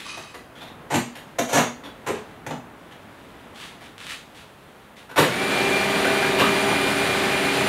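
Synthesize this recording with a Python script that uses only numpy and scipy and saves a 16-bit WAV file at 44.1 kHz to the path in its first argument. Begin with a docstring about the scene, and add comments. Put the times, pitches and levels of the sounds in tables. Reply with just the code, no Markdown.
"""First a steel blade sings under a finger, then plastic clunks, chatters and squeaks.
Hands are fitting and locking the round blade of an electric food slicer, on a kitchen table in a
small, bare room. Each knock shakes the housing, the table and the blade. After some rubbing the
switch snaps and the motor runs up: its shaft hums, its gears whir, its brushes whine and whistle.
The sliding carriage rattles over the sound of the motor."""
import sys
import numpy as np
from scipy import signal
from scipy.fft import rfft, irfft
from scipy.io import wavfile
from scipy.ndimage import uniform_filter1d

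SR = 44100
rng = np.random.default_rng(int(sys.argv[2]) if len(sys.argv) > 2 else 0)


def log_audio(samples):
    """Write samples as a 16-bit WAV file to the path given in sys.argv[1]."""
    # one column per channel
    frames = np.atleast_2d(samples).T
    # limit to full scale, then quantise
    limited = np.clip(frames, -1, 1)
    pcm = np.round(limited * 32767).astype(np.int16)
    wavfile.write(sys.argv[1], SR, pcm)


N = 338688
TIME = np.arange(N) / SR

# Tone colours of the room noise, the hiss, rubbing skin, the plastic housing and the gearbox.
# Each row: frequency in Hz, relative level in dB.
ROOM_NOISE_COLOUR = [(25, -23), (45, -5), (80, -3), (150, 0), (250, 1), (380, -2.5), (750, -4),
                     (1200, -6.5), (2000, -12), (3200, -20), (5000, -34), (16000, -55)]
HISS_COLOUR = [(1000, -12), (10000, 8.0), (16000, 4)]
SKIN_COLOUR = [(200, -24), (600, -12), (1200, 0.5), (2100, 2.5), (3500, 3), (5200, -8.5), (10000, -12),
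               (15000, -26)]
HOUSING_COLOUR = [(50, -37), (110, -2.5), (250, -6), (500, 5.5), (1000, 3), (1250, -2), (1600, -1),
                  (2700, -6), (3800, -10), (5000, -17.5), (7000, -21.5), (12000, -20), (15500, -36.5)]
GEARBOX_COLOUR = [(40, -25), (65, -5.5), (85, -11.5), (140, 1), (330, 1.5), (520, -0.5), (640, 2),
                  (850, -1.5), (1300, -1.5), (2200, -1), (4200, -8.5), (5400, -17.5), (9500, -19),
                  (14300, -26), (15500, -30)]
# The slow drift of the room noise. Each row: time in seconds, boost in dB.
ROOM_NOISE_DRIFT = [(0, 3.6), (2, 5.7), (3.6, 4.4), (4.6, 1.5)]
# The room's echo. Each row: frequency in Hz, seconds it takes to fade by 60 dB.
ECHO_TIMES = [(125, 0.29), (500, 0.25), (2000, 0.3), (6000, 0.35), (14000, 0.24)]

# How the table top, the knocked blade and the stroked, free blade ring.
# Each row: pitch in Hz, width in Hz (a wider ring dies sooner), relative level in dB.
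TABLE_RINGS = [(134.5, 21.6, 0), (159, 59, -13), (244.7, 11.3, -3.5), (284.5, 15, -7)]
KNOCKED_BLADE_RINGS = [(5650, 110, -2), (6280, 350, 7), (6920, 140, 3), (7600, 310, 6.5), (7300, 1200, -3),
                       (8320, 100, 8.5), (10640, 650, -4), (10960, 540, 5), (13500, 1100, -9)]
STROKED_BLADE_RINGS = [(1170, 140, -1), (2020, 350, -10), (2525, 61, 4), (3080, 200, -6), (3880, 110, -4),
                       (4480, 150, -7), (5050, 90, -5.5), (5860, 140, -10), (6440, 130, -9),
                       (7640, 130, -11.5), (9130, 240, -14), (11000, 160, -17)]

# Hands rub over meat and plastic. Each row: start in seconds, length in seconds, level in dB.
HAND_RUBS = [(-0.02, 0.023, -34.5), (3.543, .04, -43), (3.587, 0.063, -41.5), (3.81, .02, -44),
             (3.985, 0.086, -41), (4.082, 0.02, -30), (4.34, .045, -47), (4.956, 0.023, -44.5)]
# Skin sticks and ticks as it rubs. Each row: start in seconds, level in dB.
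STICKY_TICKS = [(3.981, -13), (4.004, -14), (4.068, -8), (4.099, -11.5), (4.111, -13)]
# The blade clunks in its hub. Each row: start in seconds, relative level in dB, length in seconds,
# table thump in dB, pitch of the touched part in Hz, its ring in dB, hardness in dB, blade pitch in Hz.
BLADE_CLUNKS = [(0.9, -6.5, 0.043, -2, 880, -14, -4, 7600), (0.937, -3, 0.025, -10, 300, 0.5, -1, 7700),
                (1.385, -6.5, 0.01, -3, 723, -1.5, 2.5, 6100),
                (1.479, -11.5, 0.06, -15, 740, -9, 2.5, 6360), (1.527, -0.5, .032, -3, 685, -24, 2, 6340),
                (1.566, 1.5, 0.0244, -11, 1020, -28, -3, 6370),
                (1.618, -10.5, 0.03, -11, 607, -19, -16, 6500),
                (2.063, -8, 0.028, -12, 445, -9, -4.5, 8140),
                (2.085, -14.5, .022, -11, 456, 8.5, -23, 8100), (2.146, -17, 0.013, -7, 490, -2, -14, 8100),
                (2.464, -16, .011, 0, 900, -11, -4, 6800), (2.504, -13.5, 0.014, 0, 850, -9, -12, 6800)]
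# Fingers, switch and carriage knock on the plastic. Each row: start in seconds, relative level in dB,
# length in seconds, pitch of the touched part in Hz, hardness in dB.
PLASTIC_KNOCKS = [(0.173, -20, 0.0083, 363, -0.5), (0.342, -24, 0.0145, 2000, 3),
                  (1.151, -26, 0.022, 3190, 9), (1.849, -29, 0.024, 500, -17), (3.807, -29, 0.012, 250, 1),
                  (5.09, -23, .03, 1520, 0), (5.159, -5.5, 0.021, 1510, 3), (5.177, 4, 0.023, 563, 3.5),
                  (5.212, -3.5, 0.047, 516, -5), (6.047, -7.5, 0.01, 1600, -3),
                  (6.227, -11.5, 0.0063, 1660, -4), (6.386, -1.5, .024, 2850, 2.5),
                  (6.418, -10.5, 0.0094, 1270, -18), (6.675, -10, 0.058, 840, -7)]
# The plastic lock squeaks as it turns.
# Each row: start in seconds, length in seconds, pitch in Hz, relative level in dB.
LOCK_SQUEAKS = [(0.548, 0.046, 3320, -29.5), (0.606, 0.032, 3540, -25), (0.67, 0.017, 3600, -31.5),
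                (1.833, 0.032, 3430, -25.5), (2.909, 0.02, 3120, -32)]

# The motor's hum and its high whistle. Each row: multiple of the shaft's speed, relative level in dB.
HUM_TONES = [(1, -37.5), (2, -32), (4, -36.5), (6, -41), (8.71, -45), (17, -53), (24, -49), (28.85, -57),
             (35, -61), (66, -63), (71.2, -67), (72, -63)]
WHISTLE_TONES = [(36, -4.5), (48, 1.5), (48.8, -9.5), (52.8, -22), (60, -14), (64.6, -20)]
# The drone of the gear. Each row: multiple of the gear's speed, relative level in dB.
GEAR_TONES = [(1, -48.5), (2.55, -49.5), (3, -37), (4, -34), (5, -42), (6.75, -40.5), (7, -37.5), (8, -45),
              (10.15, -43), (16, -44.5)]

SWITCH_S, RUN_UP_S, CURRENT_RISE_S = 5.16, 0.061, 0.06
SHAFT_HZ, CREEP_HZ_PER_S = 198.2, 1.1  # turns a second, and how fast that creeps upward
GEAR_RATIO = 0.4675  # turns of the gear for one turn of the shaft
PUSH_DB, PUSH_S, PUSH_WIDTH_S = 4, 6.27, 0.58  # the hum swells once as the carriage is pushed
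THROB_HZ, THROB_CREST_S, THROB_DEPTH = 8.4, 7.48, 0.55  # late on, the whine pulses
WHINE_DB, WHINE_FADE_DB_PER_S = -27.5, 2.64


def undb(db):
    """Turn decibels into a number to multiply a sound by."""
    return 10 ** (np.asarray(db) / 20)


def unit(x):
    """Scale a signal to an average power of 1."""
    return x / np.sqrt(np.mean(np.abs(x) ** 2))


def ramp(start, length):
    """Rise from 0 at `start` to 1 after `length` seconds."""
    return np.clip((TIME - start) / length, 0, 1)


def on_log_axis(hz, points):
    """Read between the rows of a frequency table, giving each octave the same space."""
    row_hz, values = np.transpose(points)
    return np.interp(np.log(hz + 1), np.log(row_hz), values)


def add(out, start, sound):
    """Mix a sound in at `start` seconds."""
    first = int(max(start, 0) * SR)
    out[first:first + len(sound)] += sound[:N - first]


def through(x, response):
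    """Pass a sound through a body, given that body's response to a single click."""
    return signal.oaconvolve(x, response)[:len(x)]


def shape(colour, size=4096):
    """The click response of a body with this tone colour."""
    gains = undb(on_log_axis(np.fft.rfftfreq(size, 1 / SR), colour))
    cepstrum = irfft(np.log(gains))
    # folding the second half onto the first puts all of the response after the click
    cepstrum[1:size // 2] *= 2
    cepstrum[size // 2 + 1:] = 0
    response = irfft(np.exp(rfft(cepstrum)))
    return response / np.linalg.norm(response)


def rings(rows, size=6000):
    """The click response of a ringing body: a sum of fading pure tones."""
    t = TIME[:size]
    ring = sum((-1) ** k * undb(db) * width * np.exp(-np.pi * width * t) * np.sin(2 * np.pi * hz * t)
               for k, (hz, width, db) in enumerate(rows))
    return ring / np.linalg.norm(ring)


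def wander(rate):
    """A smooth random wobble of about size 1 that turns about `rate` times a second."""
    points = rng.standard_normal(8192)
    zigzag = np.interp(TIME * rate, np.arange(len(points)), points)
    return unit(uniform_filter1d(zigzag, max(int(SR / rate / 2), 1)))


def grains(rate, spread_db):
    """Tiny contacts of uneven size, about `rate` of them a second."""
    contacts = (rng.random(N) < rate / SR) * rng.standard_normal(N)
    return unit(contacts * undb(spread_db * rng.standard_normal(N)))


def background():
    """Soft, low room noise that rises a little and then sinks, with a steady hiss."""
    drift_db = np.interp(TIME, *np.transpose(ROOM_NOISE_DRIFT))
    level = undb(-49.5 + drift_db + 0.5 * wander(5.42))
    room_noise = level * through(rng.standard_normal(N), shape(ROOM_NOISE_COLOUR))
    hiss = undb(-64) * through(rng.standard_normal(N), shape(HISS_COLOUR))
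    return room_noise + hiss


def room(direct_db, size=26000):
    """The room's click response: the direct sound, then a short, dense echo from the bare walls."""
    t, hz = TIME[:size], np.fft.rfftfreq(size, 1 / SR)
    noise, echo = rfft(rng.standard_normal(size)), np.zeros(size)
    edges = np.append(0, np.geomspace(150, SR / 2, 10))
    build_up = 1 - np.exp(-t / 0.0015)
    for low, high in zip(edges, edges[1:]):
        band = irfft(noise * (hz >= low) * (hz < high), size)
        band *= build_up * undb(-60 * t / on_log_axis((low + high) / 2, ECHO_TIMES))
        echo += band / np.linalg.norm(band) * np.sqrt(2 * (high - low) / SR)
    echo[0] += undb(direct_db)
    # well-mixed reflections carry the same energy in every narrow band
    spectrum = rfft(echo, 2 * size)
    band_power = uniform_filter1d(np.abs(spectrum) ** 2, 45)
    echo = irfft(spectrum / np.sqrt(band_power))[:size]
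    return echo / np.linalg.norm(echo)


def stroke(start, length, release):
    """A hand's pressure: it builds up quickly and lets go `length` seconds after the start."""
    return ramp(start, 0.016) * np.exp(-np.maximum(TIME - start - length, 0) / release)


def rubbing_hands():
    """Skin slips over food and plastic in tiny jerks, with a few sticky ticks."""
    rustle = undb(-61.5 + 6 * wander(3.94))  # the hands never lie quite still
    rubs = sum(undb(db) * stroke(start, length, release=0.029) for start, length, db in HAND_RUBS)
    slips = (rustle + rubs) * grains(rate=4500, spread_db=3)
    for start, db in STICKY_TICKS:
        add(slips, start, np.array([undb(db)]))
    return through(slips, shape(SKIN_COLOUR))


def singing_blade():
    """A finger slides once over the free blade, and its tiny slips make the steel ring."""
    pressure = undb(-35) * stroke(start=0.043, length=0.057, release=0.12)
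    return pressure * through(grains(rate=4300, spread_db=1.0), rings(STROKED_BLADE_RINGS))


def chatter(length, rate=2300, size=12000):
    """Loose parts bounce: their clicks build up, go on until `length` seconds and die away."""
    t = TIME[:size]
    clicks = (rng.random(size) < rate / SR) * rng.standard_normal(size)
    clicks += 0.1 * rng.standard_normal(size)
    clicks[0] += 0.91  # the first contact
    swell = np.minimum((t + 0.00076) / (0.21 * length + 1 / SR), 1)
    fade = np.exp(-np.maximum(t - length, 0) / 0.0029)
    return clicks * swell * fade


def knock(length, ring_hz, ring_db, thump_db, hardness_db, blade_hz, blade_db):
    """One burst of chatter shakes the housing, the table, the touched part and the steel blade."""
    force = chatter(length)
    housing = unit(through(force, shape(HOUSING_COLOUR)))
    # softer contacts have less treble and ring the blade less
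    dull = signal.sosfilt(signal.butter(1, 3000, fs=SR, output="sos"), housing)
    treble = undb(hardness_db) * (housing - dull)
    thump = undb(thump_db) * unit(through(force, rings(TABLE_RINGS)))
    part = undb(ring_db) * unit(through(force, rings([(ring_hz, 75 + 0.025 * ring_hz, 0)])))
    # the place of contact favours the blade's rings near one pitch
    favoured = [(hz, width, db - 11 * abs(np.log2(hz / blade_hz)))
                for hz, width, db in KNOCKED_BLADE_RINGS]
    blade = undb(blade_db + 0.9 * hardness_db) * unit(through(force, rings(favoured)))
    return dull + treble + thump + part + blade


def clatter():
    """The blade clunks, the plastic is knocked and the lock squeaks, each with its own mix of rings."""
    out = np.zeros(N)
    for start, db, length, thump_db, ring_hz, ring_db, hardness_db, blade_hz in BLADE_CLUNKS:
        clunk = knock(length, ring_hz, ring_db, thump_db, hardness_db, blade_hz, blade_db=-9)
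        add(out, start, undb(db) * clunk)
    for start, db, length, ring_hz, hardness_db in PLASTIC_KNOCKS:
        ring_db = -5.5 - 0.57 * hardness_db  # a softer knock favours the touched part
        tap = knock(length, ring_hz, ring_db, thump_db=-7, hardness_db=hardness_db,
                    blade_hz=9000, blade_db=-22.5)
        add(out, start, undb(db) * tap)
    for start, length, ring_hz, db in LOCK_SQUEAKS:
        squeak = knock(length, ring_hz, ring_db=-3.5, thump_db=-4, hardness_db=2.5,
                       blade_hz=6350, blade_db=-18.5)
        add(out, start, undb(db) * squeak)
    return undb(-25) * out


def shaft_speed():
    """The motor's turns a second: a quick run-up, then a slow creep upward as it loosens."""
    running = np.maximum(TIME - SWITCH_S, 0)
    return (SHAFT_HZ + CREEP_HZ_PER_S * running) * (1 - np.exp(-running / RUN_UP_S))


def gear_noise(angle):
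    """Teeth and brushes grate, a little harder once a turn, and ring the gearbox."""
    starting = 1 - ramp(SWITCH_S, 0.34)  # quieter until the gears take up speed
    level = undb(-19.5 - 7.5 * starting + 0.3 * wander(18))
    once_a_turn = 1 + 0.16 * np.cos(angle) + 0.3 * np.cos(GEAR_RATIO * angle)
    grating = unit(grains(rate=3000, spread_db=2.5) * once_a_turn)
    soft_top = signal.butter(2, 14000, fs=SR, output="sos")
    return level * signal.sosfilt(soft_top, through(grating, shape(GEARBOX_COLOUR)))


def tone(phase, waver, rate):
    """A tone whose strength and timing waver as its reflections shift."""
    wobble = unit(1 + waver * (wander(rate) + 1j * wander(rate)))
    return np.sqrt(2) * np.real(wobble * np.exp(1j * phase))


def motor_tones(shaft_hz, angle):
    """The off-balance shaft hums, the gear drones, and twelve contact bars whine and whistle."""
    hum_db = -0.47 + PUSH_DB * np.exp(-((TIME - PUSH_S) / PUSH_WIDTH_S) ** 2)
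    whine_db = WHINE_DB - WHINE_FADE_DB_PER_S * (TIME - SWITCH_S)
    pulse = np.cos(2 * np.pi * THROB_HZ * (TIME - THROB_CREST_S))
    throb = 1 + THROB_DEPTH * ramp(start=6.5, length=0.9) * pulse
    whistle_db = -50 + 6 * ramp(SWITCH_S, 1.13) + 2.3 * wander(5.8)
    # the hum's higher tones waver more and faster
    hum = sum(undb(db) * tone(k * angle, waver=0.26 + 0.0078 * k, rate=13 + 1.5 * k)
              for k, db in HUM_TONES)
    drone = sum(undb(db) * tone(k * GEAR_RATIO * angle, waver=0.42, rate=14) for k, db in GEAR_TONES)
    whine = undb(whine_db) * throb * tone(12 * angle, waver=0.31, rate=30)
    whistle = sum(undb(db) * tone(k * angle, waver=0.4, rate=120) for k, db in WHISTLE_TONES)
    speed_gain = (shaft_hz / SHAFT_HZ) ** 10  # the tones stand out only close to full speed
    return speed_gain * (undb(hum_db) * (hum + drone) + whine + undb(whistle_db) * whistle)


def scene(faces=3):
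    """The handling and the running motor in the room, the same in both ears."""
    shaft_hz = shaft_speed()
    angle = 2 * np.pi * np.cumsum(shaft_hz * (1 + 0.001027 * wander(22))) / SR
    power = 0.89 * ramp(SWITCH_S, CURRENT_RISE_S)
    # the knocks, rubs and the singing blade carry almost no deep bass
    bass_cut = signal.butter(5, 104, "high", fs=SR, output="sos")
    handling = signal.sosfilt(bass_cut, clatter() + rubbing_hands() + singing_blade())
    # each face of the machine reaches the listener by its own set of reflections
    whir = sum(through(power * gear_noise(angle), room(direct_db=-8.5)) for _ in range(faces))
    handling = through(handling, room(direct_db=-2.5))
    motor = whir / np.sqrt(faces) + power * motor_tones(shaft_hz, angle)
    return np.tile(handling + motor + background(), (2, 1))


def record(dry):
    """Round off the highest peaks and cut the very top of the treble."""
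    rounded = np.tanh(1.188 * dry) / 1.228
    return signal.sosfilt(signal.ellip(10, 0.2, 80, 15700, fs=SR, output="sos"), rounded)


dry = scene()
out = record(dry)
log_audio(out)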